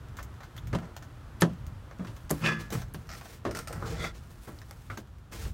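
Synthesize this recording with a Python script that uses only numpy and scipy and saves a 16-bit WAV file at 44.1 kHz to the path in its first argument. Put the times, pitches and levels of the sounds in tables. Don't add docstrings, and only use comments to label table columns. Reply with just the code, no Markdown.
import sys
import numpy as np
from scipy import signal
from scipy.fft import rfft, irfft
from scipy.io import wavfile
from scipy.ndimage import uniform_filter1d

SR = 44100
rng = np.random.default_rng(int(sys.argv[2]) if len(sys.argv) > 2 else 0)


def pcm_store(signal):
    levels = np.round(np.clip(np.atleast_2d(signal), -1, 1) * 32767)
    wavfile.write(sys.argv[1], SR, levels.astype(np.int16).T)


N = 244269
T = np.arange(N) / SR
AGE = T[:SR // 2]

# start_s, panel_pitch_hz, boom_db, knock_db, hardness_db (crack over knock),
# base_t60_s (scaled in each range), door_steel_share (0-1, of power)
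KNOCKS = [(0.7294, 128, -33, -34.5, -15, 0.084, 0.04), (0.7494, 178, -33, -34.5, -10, 0.035, 0),
          (1.4196, 173.8, -20, -22, -11.5, 0.063, 0.66), (1.495, 191.4, -37.5, -64, 0, 0.25, 0.1),
          (1.994, 189, -33, -46, -18.5, 0.2, 0.01), (2.0704, 114.3, -42, -51.5, -2.5, 0.14, 0.06),
          (2.305, 160.6, -31.5, -30, -20, 0.037, 0.03), (2.3114, 296, -37, -33.5, -24, 0.048, 0.4),
          (2.7524, 127.7, -34, -42.5, -11, 0.027, 0.2), (2.944, 162, -40.5, -46, -5.5, 0.04, 0.03),
          (3.451, 113.7, -41.5, -31, -17, 0.15, 0.02), (3.822, 118, -43, -43.5, -21, 0.16, 0.6),
          (4.474, 129, -53.5, -50.5, -17, 0.19, 0.3), (4.9, 107.5, -41.5, -48.5, -7, 0.18, 0),
          (4.973, 216, -52, -43.5, -9, 0.033, 0.36), (5.452, 56.3, -33.5, -48, -9, 0.068, 0.63)]
# pitch_hz, level_db
DOOR_TONE = [(120, -5.5), (200, 2.5), (263, -4), (401, -10.5), (482, -15.5), (590, -12), (916, -26),
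             (1080, -24), (1400, -29.5), (1710, -30.5), (2470, -36.5), (2700, -32.5), (3970, -38),
             (6170, -42), (16000, -60)]
# pitch_hz, level_db, t60_s
DOOR_MODES = [(332.2, -2.5, 0.19), (397, -0.5, 0.097), (531, -8.5, 0.14), (585, -11, 0.07),
              (695, -16, 0.087), (864, -5, 0.048), (1008, -7, 0.15), (1147, 0.5, 0.048), (1290, 0.5, 0.084),
              (1583, 1, 0.056), (1793, 4, 0.036), (1930, -8, 0.042), (2090, -30, 0.13), (2520, -28, 0.12),
              (2920, -32, 0.026), (3055, -4, 0.08), (3340, -7, 0.093), (4200, -7, 0.023), (4480, 4, 0.029),
              (6400, 2, 0.035), (6570, -3, 0.054), (7650, -19, 0.03)]
# multiple_of_panel_pitch, level_db, t60_s
PANEL_MODES = [(.69, 0.5, 0.16), (0.972, 7, 0.22), (1.022, 1.5, 0.14), (1.249, 1, 0.16)]
KNOCK_CLACK_SHARE = 0.29

BOLT_START_S, BOLT_LENGTH_S, BOLT_DB, BOLT_ATTACK_S, BOLT_RELEASE_T60_S = 1.402, 0.023, -38.5, 0.01, .025

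# start_s, peak_db, centre_hz, width_hz, t60_s
SNAPS = [(0.187, -31, 1350, 686, 0.046), (0.578, -41.5, 3420, 600, 0.049),
         (1.4106, -19.5, 11100, 1760, 0.01), (1.4201, -16.5, 5540, 5030, 0.011),
         (1.4216, -19, 1720, 350, 0.049), (2.295, -32, 3960, 6900, 0.2), (2.305, -21, 11500, 4860, 0.0022),
         (2.3104, -15.5, 10200, 8000, 0.0086), (2.4617, -19.5, 2796, 1790, 0.026),
         (2.939, -32, 11800, 6050, 0.0021), (3.5705, -29.5, 4470, 7040, 0.017),
         (3.706, -34.5, 604, 248, 0.054), (3.824, -29, 1265, 350, 0.31), (4.0425, -26, 2150, 443, 0.038),
         (4.588, -39.5, 4280, 1510, 0.017), (4.7101, -33, 7500, 9000, 0.0056),
         (4.899, -32.5, 1350, 300, 0.15), (4.9005, -39, 2090, 350, 0.086)]
# start_s, level_db (before trim),
# brightness_db (step from each range to the next), base_t60_s (scaled in click)
CLICKS = [(0.1682, -44, -0.5, 0.11), (0.19, -44, -7.5, 0.11), (0.228, -47, 5, .044),
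          (0.405, -50, -10.5, 0.068), (0.4316, -46.5, -6, 0.13), (0.5649, -46.5, -1.5, 0.045),
          (0.577, -47.5, -2, .04), (0.6713, -47.5, 0, .03), (0.786, -46.5, -8.5, .027),
          (0.965, -40, -3.5, 0.032), (1.024, -47.5, -3.5, 0.076), (1.666, -50, 1, .027),
          (1.9104, -53.5, -13.5, .039), (2.0477, -48, -10.5, 0.042), (2.1645, -49, -3, .06),
          (2.7039, -39.5, -0.5, .029), (2.7243, -39, .5, 0.071), (2.818, -43.5, -4.5, .05),
          (3.211, -46, -7, .08), (3.255, -46, -6.5, 0.051), (4.0411, -37, -6.5, .13),
          (4.6165, -48.5, -5, 0.034), (4.7097, -49.5, -9.5, .025), (4.9748, -41.5, -1, .07),
          (5.3213, -50, 0, .052)]
# pitch_hz, level_db
CLICK_TONE = [(300, -9.5), (600, 9.5), (900, 3.5), (1500, 7.5), (2600, -2), (3800, -0.5), (4800, -3.5),
              (6300, -2.5), (9000, -23.5), (12500, -20), (16000, -19)]
CLICK_TRIM_DB = -10.5

FOOTFALL_S, FOOTFALL_DB, FOOTFALL_PUSH_S = 2.412, -36.5, 0.028
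# pitch_hz, level_db, t60_s
STEP_MODES = [(121, 2.5, 0.52), (158.7, 5, 0.93), (215, 3.5, 1), (266, -4.5, 0.35), (339, -6, 0.62),
              (467, -11, 0.51)]
# start_s, level_db, step_drone_db (both before trim)
SCRAPE = [(2.404, -53, -50), (2.432, -33, -33), (2.468, -25.5, -33), (2.488, -27, -31.5),
          (2.61, -52.5, -45), (2.7, -62.5, -52)]
# pitch_hz, level_db
SCRAPE_TONE = [(150, -13), (250, -5), (429, -3), (476, -3.5), (788, -13), (1200, -5.5), (1700, -8.5),
               (2490, -9), (4050, -23), (4650, -16.5), (7980, -29.5), (12500, -39), (16000, -41)]
# pitch_hz, level_db, t60_s
STEEL_MODES = [(1040, 7.5, 0.19), (1180, 1, 0.4), (1258, -0.5, 0.45), (1317, -17, 0.46), (1385, 1, 0.4),
               (1574, 0, .28), (1590, 4.5, .2), (1696, 7, 0.53), (1810, -1, 0.31), (1980, -8, 0.39),
               (2000, -3, 0.26), (2050, -3, 0.36), (2180, -28, .3), (2460, -10, .25), (2440, 13.5, 0.096),
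               (2650, 5, 0.12), (2753, -13, 0.18), (2950, -5, 0.15), (3390, -2, 0.21), (3440, -4, 0.24)]

# start_s, level_db (before trim)
SLIDE = [(3.965, -60), (4.0, -43.5), (4.045, -36), (4.07, -39.5), (4.12, -62)]
# pitch_hz, half_width_hz, level_db
SOLE_MODES = [(619, 9.9, -0.5), (1370, 20, 1), (2010, 81, 3.5), (3420, 47, 1), (4580, 18, -7),
              (6200, 110, -30)]

# start_s, length_s, level_db, sizzle_db (both before trim)
CREAKS = [(3.091, .062, -43.5, -55), (3.5107, .004, -39.5, -45.5), (3.5493, .004, -37.5, -44.5),
          (3.571, .004, -42, -45.5), (3.589, .004, -38, -41.5), (3.6732, .014, -40.5, -44.5),
          (3.7274, .004, -41.5, -44.5)]
# pitch_hz, level_db
SEAT_TONE = [(350, -42), (600, 4), (779, -8), (957, -13), (1370, 5.5), (1550, -7), (1850, -3), (3390, -17),
             (5190, -7.5), (7620, -17), (9110, -11.5), (10200, -30), (16000, -15)]
SLIP_GAP_S, SLIP_JITTER, SLIP_SCATTER_DB, SLIP_TRIM_DB = .009, .2, 1, -4.5

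# start_s, length_s, pressure_db, rasp_db, hiss_db (levels before trim)
RUBS = [(0.811, 0.043, -41.5, -61, -77), (2.013, 0.24, -69, -66, -66.5), (2.332, .08, -48, -54.5, -53.5),
        (2.585, 0.028, -43, -46, -51.5), (2.71, 0.053, -36, -44, -46), (2.773, .05, -48, -54.5, -58),
        (2.956, 0.15, -57, -64.5, -66), (3.116, 0.24, -53.5, -55, -56.5), (3.544, 0.05, -41.5, -47.5, -53),
        (3.682, 0.21, -42.5, -57, -61), (3.847, 0.081, -37.5, -44.5, -52), (3.934, 0.14, -39, -48, -60),
        (4.138, 0.043, -56, -55, -59.5), (4.196, 0.81, -61, -64, -64.5), (4.405, 0.083, -59, -59, -57.5),
        (4.464, 0.031, -45, -63, -66), (5.312, 0.021, -39.5, -46, -49), (5.345, 0.13, -48, -49, -51.5)]
# pitch_hz, level_db
RUB_TONE = [(88, -33.5), (150, 2.5), (286, -14.5), (457, -11), (524, -15.5), (716, -17.5), (1120, -20),
            (1600, -22), (1830, -24.5), (2810, -32), (4950, -33), (5460, -32.5), (12400, -39.5),
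            (16000, -38.5)]
RUB_ATTACK_S, RUB_RELEASE_T60_S = 0.015, 0.19

TICKS_PER_S, TICK_DB, TICK_SPREAD_DB = 6, -59.5, 3
TICK_BRIGHT_DB, TICK_BASE_T60_S = -2, .025

# delay_s, level_db
ECHOES = [(.0023, -23.5), (.0037, -19.5), (.0061, -12), (.0089, -9.5), (.0127, -13), (.0173, -12),
          (0.024, -17.5)]

# centre_s, half_width_s, level_db (before trim)
SWELLS = [(0.16, 0.11, -46), (0.72, 0.088, -39.5), (1.68, 0.092, -43), (2.33, 0.075, -45),
          (2.85, 0.31, -46.5), (3.54, 0.065, -45), (3.9, 0.16, -42.5), (5.49, 0.067, -39.5)]
# pitch_hz, level_db
RUMBLE_TONE = [(12, -60), (20, -16), (38, -0.5), (59, 2), (80, 0.5), (121, -1), (151, -8.5), (178, -14),
               (210, -13.5), (280, -22.5), (360, -37), (620, -120)]
# pitch_hz, level_db
YARD_TONE = [(120, -17), (200, -7.5), (328, -9), (424, -14), (491, -14.5), (777, -16), (1350, -15),
             (2210, -25), (3430, -23.5), (3690, -25.5), (16000, -37)]
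RUMBLE_DB, RUMBLE_TRIM_DB = -49, 2.5
WASH_DB, HISS_DB = -55.5, -68
ENTER_START_S, ENTER_END_S = 1.5, 6.1
SHELTER_RUMBLE_DB, SHELTER_WASH_DB, SHELTER_HISS_DB = -2, -7.5, -5.5

TOP_HZ = 15850


def knocks():
    out = np.zeros(N)
    for start, hz, boom_db, knock_db, hard_db, t60, share in KNOCKS:
        share = np.clip(share, 0, 1)
        steel = ring(DOOR_MODES)
        blow = struck(panel(hz), boom_db)
        clack_db = knock_db + KNOCK_CLACK_SHARE * hard_db
        crack_db = knock_db + hard_db
        layers = [(266, 940, knock_db, t60 * 2.5),
                  (890, 2090, clack_db, t60 * 1.24),
                  (2200, 22000, crack_db, t60 * 1.6)]
        for lo, hi, db, life in layers:
            crowd = colour(burst(life, tail_db=-15, tail_t60=0.22), DOOR_TONE)
            blow = blow + np.sqrt(1 - share) * struck(band(crowd, lo, hi), db)
            blow = blow + np.sqrt(share) * struck(band(steel, lo, hi), db)
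        add(out, start, blow)
    return out


def panel(hz):
    swing = sum(undb(db) * np.sin(2 * np.pi * hz * ratio * AGE) * fade(t60) for ratio, db, t60 in PANEL_MODES)
    return swing * (1 - np.exp(-AGE / 0.0091))


def bolt():
    drag = stroke(BOLT_START_S, BOLT_LENGTH_S, BOLT_ATTACK_S, BOLT_RELEASE_T60_S)
    grating = unit(band(rng.standard_normal(N), 810, 7200, order=1))
    return undb(BOLT_DB) * drag * grating


def snaps():
    out = np.zeros(N)
    for start, db, hz, width, t60 in SNAPS:
        crowd = burst(t60, tail_db=-21.0, tail_t60=0.12)
        snap = band(crowd, max(hz - width / 2, 100), hz + width / 2, order=2)
        add(out, start, undb(db) * snap / np.abs(snap).max())
    return out


def clicks():
    out = np.zeros(N)
    for start, db, bright_db, t60 in CLICKS:
        add(out, start, click(db, bright_db, t60))
    return out


def click(db, bright_db, t60):
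    tap = cab(colour(burst(t60 * 0.82, tail_db=-26, tail_t60=0.24), CLICK_TONE))
    clack, crack, sizzle = ranges(tap, 420)
    mix = struck(clack, db - bright_db) + struck(crack, db) + struck(sizzle, db + bright_db)
    return undb(CLICK_TRIM_DB) * mix


def footfall():
    age = np.maximum(T - FOOTFALL_S, 0)
    hum = np.zeros(N)
    for hz, db, t60 in STEP_MODES:
        hum += undb(db) * np.sin(2 * np.pi * hz * age) * np.exp(-np.log(1000) * age / t60)
    return undb(FOOTFALL_DB) * hum * (1 - np.exp(-age / FOOTFALL_PUSH_S))


def scrape():
    force, weight = gains(SCRAPE)
    grit = friction(rate=2000, spread_db=2) * undb(2 * walk(160))
    rasp = unit(cab(colour(grit, SCRAPE_TONE))) * force
    steel = ring(STEEL_MODES)
    sing = signal.fftconvolve(grit * force, steel / np.linalg.norm(steel))[:N]
    drone = unit(signal.fftconvolve(grit, ring(STEP_MODES))[:N]) * weight
    return undb(-3.0) * rasp + undb(-6.5) * sing + undb(0.5) * drone


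def sole():
    chatter = friction(rate=2200, spread_db=-2.0)
    squeak = np.zeros(N)
    for hz, half_width, db in SOLE_MODES:
        tone = unit(band(chatter, max(hz - half_width, 100), hz + half_width, order=1))
        squeak += undb(db + 1.3 * walk(60)) * tone
    return undb(1.5) * unit(squeak) * gains(SLIDE)[0]


def seat():
    out = np.zeros(N)
    for start, length, db, sizzle_db in CREAKS:
        s = start
        while s < start + length:
            slip = colour(burst(0.031, tail_db=-8.5, tail_t60=0.23), SEAT_TONE)
            size = undb(SLIP_TRIM_DB + SLIP_SCATTER_DB * rng.standard_normal())
            creak = struck(band(slip, 562, 9300), db)
            sizzle = struck(band(slip, 7570, 13300), sizzle_db)
            add(out, s, size * (creak + sizzle))
            s += SLIP_GAP_S * np.exp(SLIP_JITTER * rng.standard_normal())
    return out


def rubbing():
    slips = friction(rate=6000, spread_db=3) * undb(2.03 * walk(70))
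    fibres = cab(colour(slips, RUB_TONE))
    body, middle, top = map(unit, ranges(fibres, 174))
    power = np.zeros((3, N))
    for start, length, *levels_db in RUBS:
        power += np.outer(undb(levels_db), stroke(start, length, RUB_ATTACK_S, RUB_RELEASE_T60_S)) ** 2
    pressure, rasp, hiss = np.sqrt(power)
    return undb(-2) * pressure * body + undb(-2.5) * rasp * middle + undb(-4.0) * hiss * top


def ticks():
    out = np.zeros(N)
    for when, size in rng.random((int(TICKS_PER_S * N / SR), 2)):
        db = TICK_DB + TICK_SPREAD_DB * (2 * size - 1)
        add(out, when * T[-1], click(db, TICK_BRIGHT_DB, TICK_BASE_T60_S))
    return out


def outdoors():
    inside = np.clip((T - ENTER_START_S) / (ENTER_END_S - ENTER_START_S), 0, 1)
    swells = sum((undb(db) * np.exp(-.5 * ((T - s) / width) ** 2)) ** 2 for s, width, db in SWELLS)
    weight = np.sqrt(undb(RUMBLE_DB + SHELTER_RUMBLE_DB * inside) ** 2 + swells)
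    low = unit(band(colour(rng.standard_normal(N), RUMBLE_TONE), 31.4, 440, order=2))
    rumble = undb(RUMBLE_TRIM_DB) * low * undb(.5 * walk(8)) * weight
    air = colour(rng.standard_normal(N), YARD_TONE)
    wash = unit(band(air, 244, 2390)) * undb(WASH_DB + SHELTER_WASH_DB * inside + .5 * walk(17))
    hiss = unit(band(air, 3200, 18000)) * undb(HISS_DB + SHELTER_HISS_DB * inside)
    return rumble + wash + hiss


def cab(x):
    out = x.copy()
    for delay, db in ECHOES:
        add(out, delay, undb(db) * x)
    return out


def burst(t60, tail_db, tail_t60):
    return rng.standard_normal(len(AGE)) * (fade(t60) + undb(tail_db) * fade(tail_t60))


def ring(modes):
    return sum(undb(db) * np.sin(2 * np.pi * (hz * AGE + rng.random())) * fade(t60) for hz, db, t60 in modes)


def friction(rate, spread_db):
    sizes = undb(spread_db * np.minimum(rng.exponential(size=N), 4))
    slips = rng.random(N) < rate / SR
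    return unit(slips * rng.choice([-1, 1], N) * sizes)


def stroke(start, length, attack, release_t60):
    rise = np.clip((T - start) / max(attack, 1e-3), 0, 1)
    return rise * np.exp(-np.log(1000) * np.maximum(T - start - length, 0) / max(release_t60, 1e-3))


def fade(t60):
    return np.exp(-np.log(1000) * AGE / max(t60, 1e-3))


def walk(rate):
    k = int(SR / rate)
    steps = np.repeat(rng.standard_normal(N // k + 1), k)
    return unit(uniform_filter1d(steps, k)[:N])


def gains(rows):
    s, *columns = np.transpose(rows)
    return [undb(np.interp(T, s, c, left=-150, right=-150)) for c in columns]


def colour(x, points):
    hz, db = np.transpose(points)
    size = 2 ** 13
    grid = np.maximum(np.fft.rfftfreq(size, 1 / SR), 1)
    cepstrum = irfft(np.log(undb(np.interp(np.log(grid), np.log(hz), db))))
    cepstrum[1:size // 2] *= 2
    cepstrum[size // 2 + 1:] = 0
    return signal.fftconvolve(x, irfft(np.exp(rfft(cepstrum))))[:len(x)]


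def band(x, lo, hi, order=3):
    sos = signal.butter(order, [lo, min(hi, .48 * SR)], "band", fs=SR, output="sos")
    return signal.sosfilt(sos, x + 1e-18)


def ranges(x, lowest):
    return band(x, lowest, 2000), band(x, 2200, 8000), band(x, 8000, 17000)


def undb(db):
    return 10 ** (np.asarray(db) / 20)


def unit(x):
    return x / np.sqrt(np.mean(x ** 2))


def struck(x, db):
    return x * undb(db) / np.sqrt(np.mean(x[:SR // 50] ** 2))


def add(out, s, x):
    i = int(s * SR)
    out[i:i + len(x)] += x[:len(out) - i]


def scene():
    blows_and_latch = knocks() + bolt() + snaps() + clicks()
    climbing = footfall() + scrape() + sole() + seat() + rubbing()
    return (blows_and_latch + climbing + ticks() + outdoors())[None]


def record(dry):
    return signal.sosfilt(signal.ellip(10, .2, 80, TOP_HZ, fs=SR, output="sos"), dry)


dry = scene()
out = record(dry)
pcm_store(out)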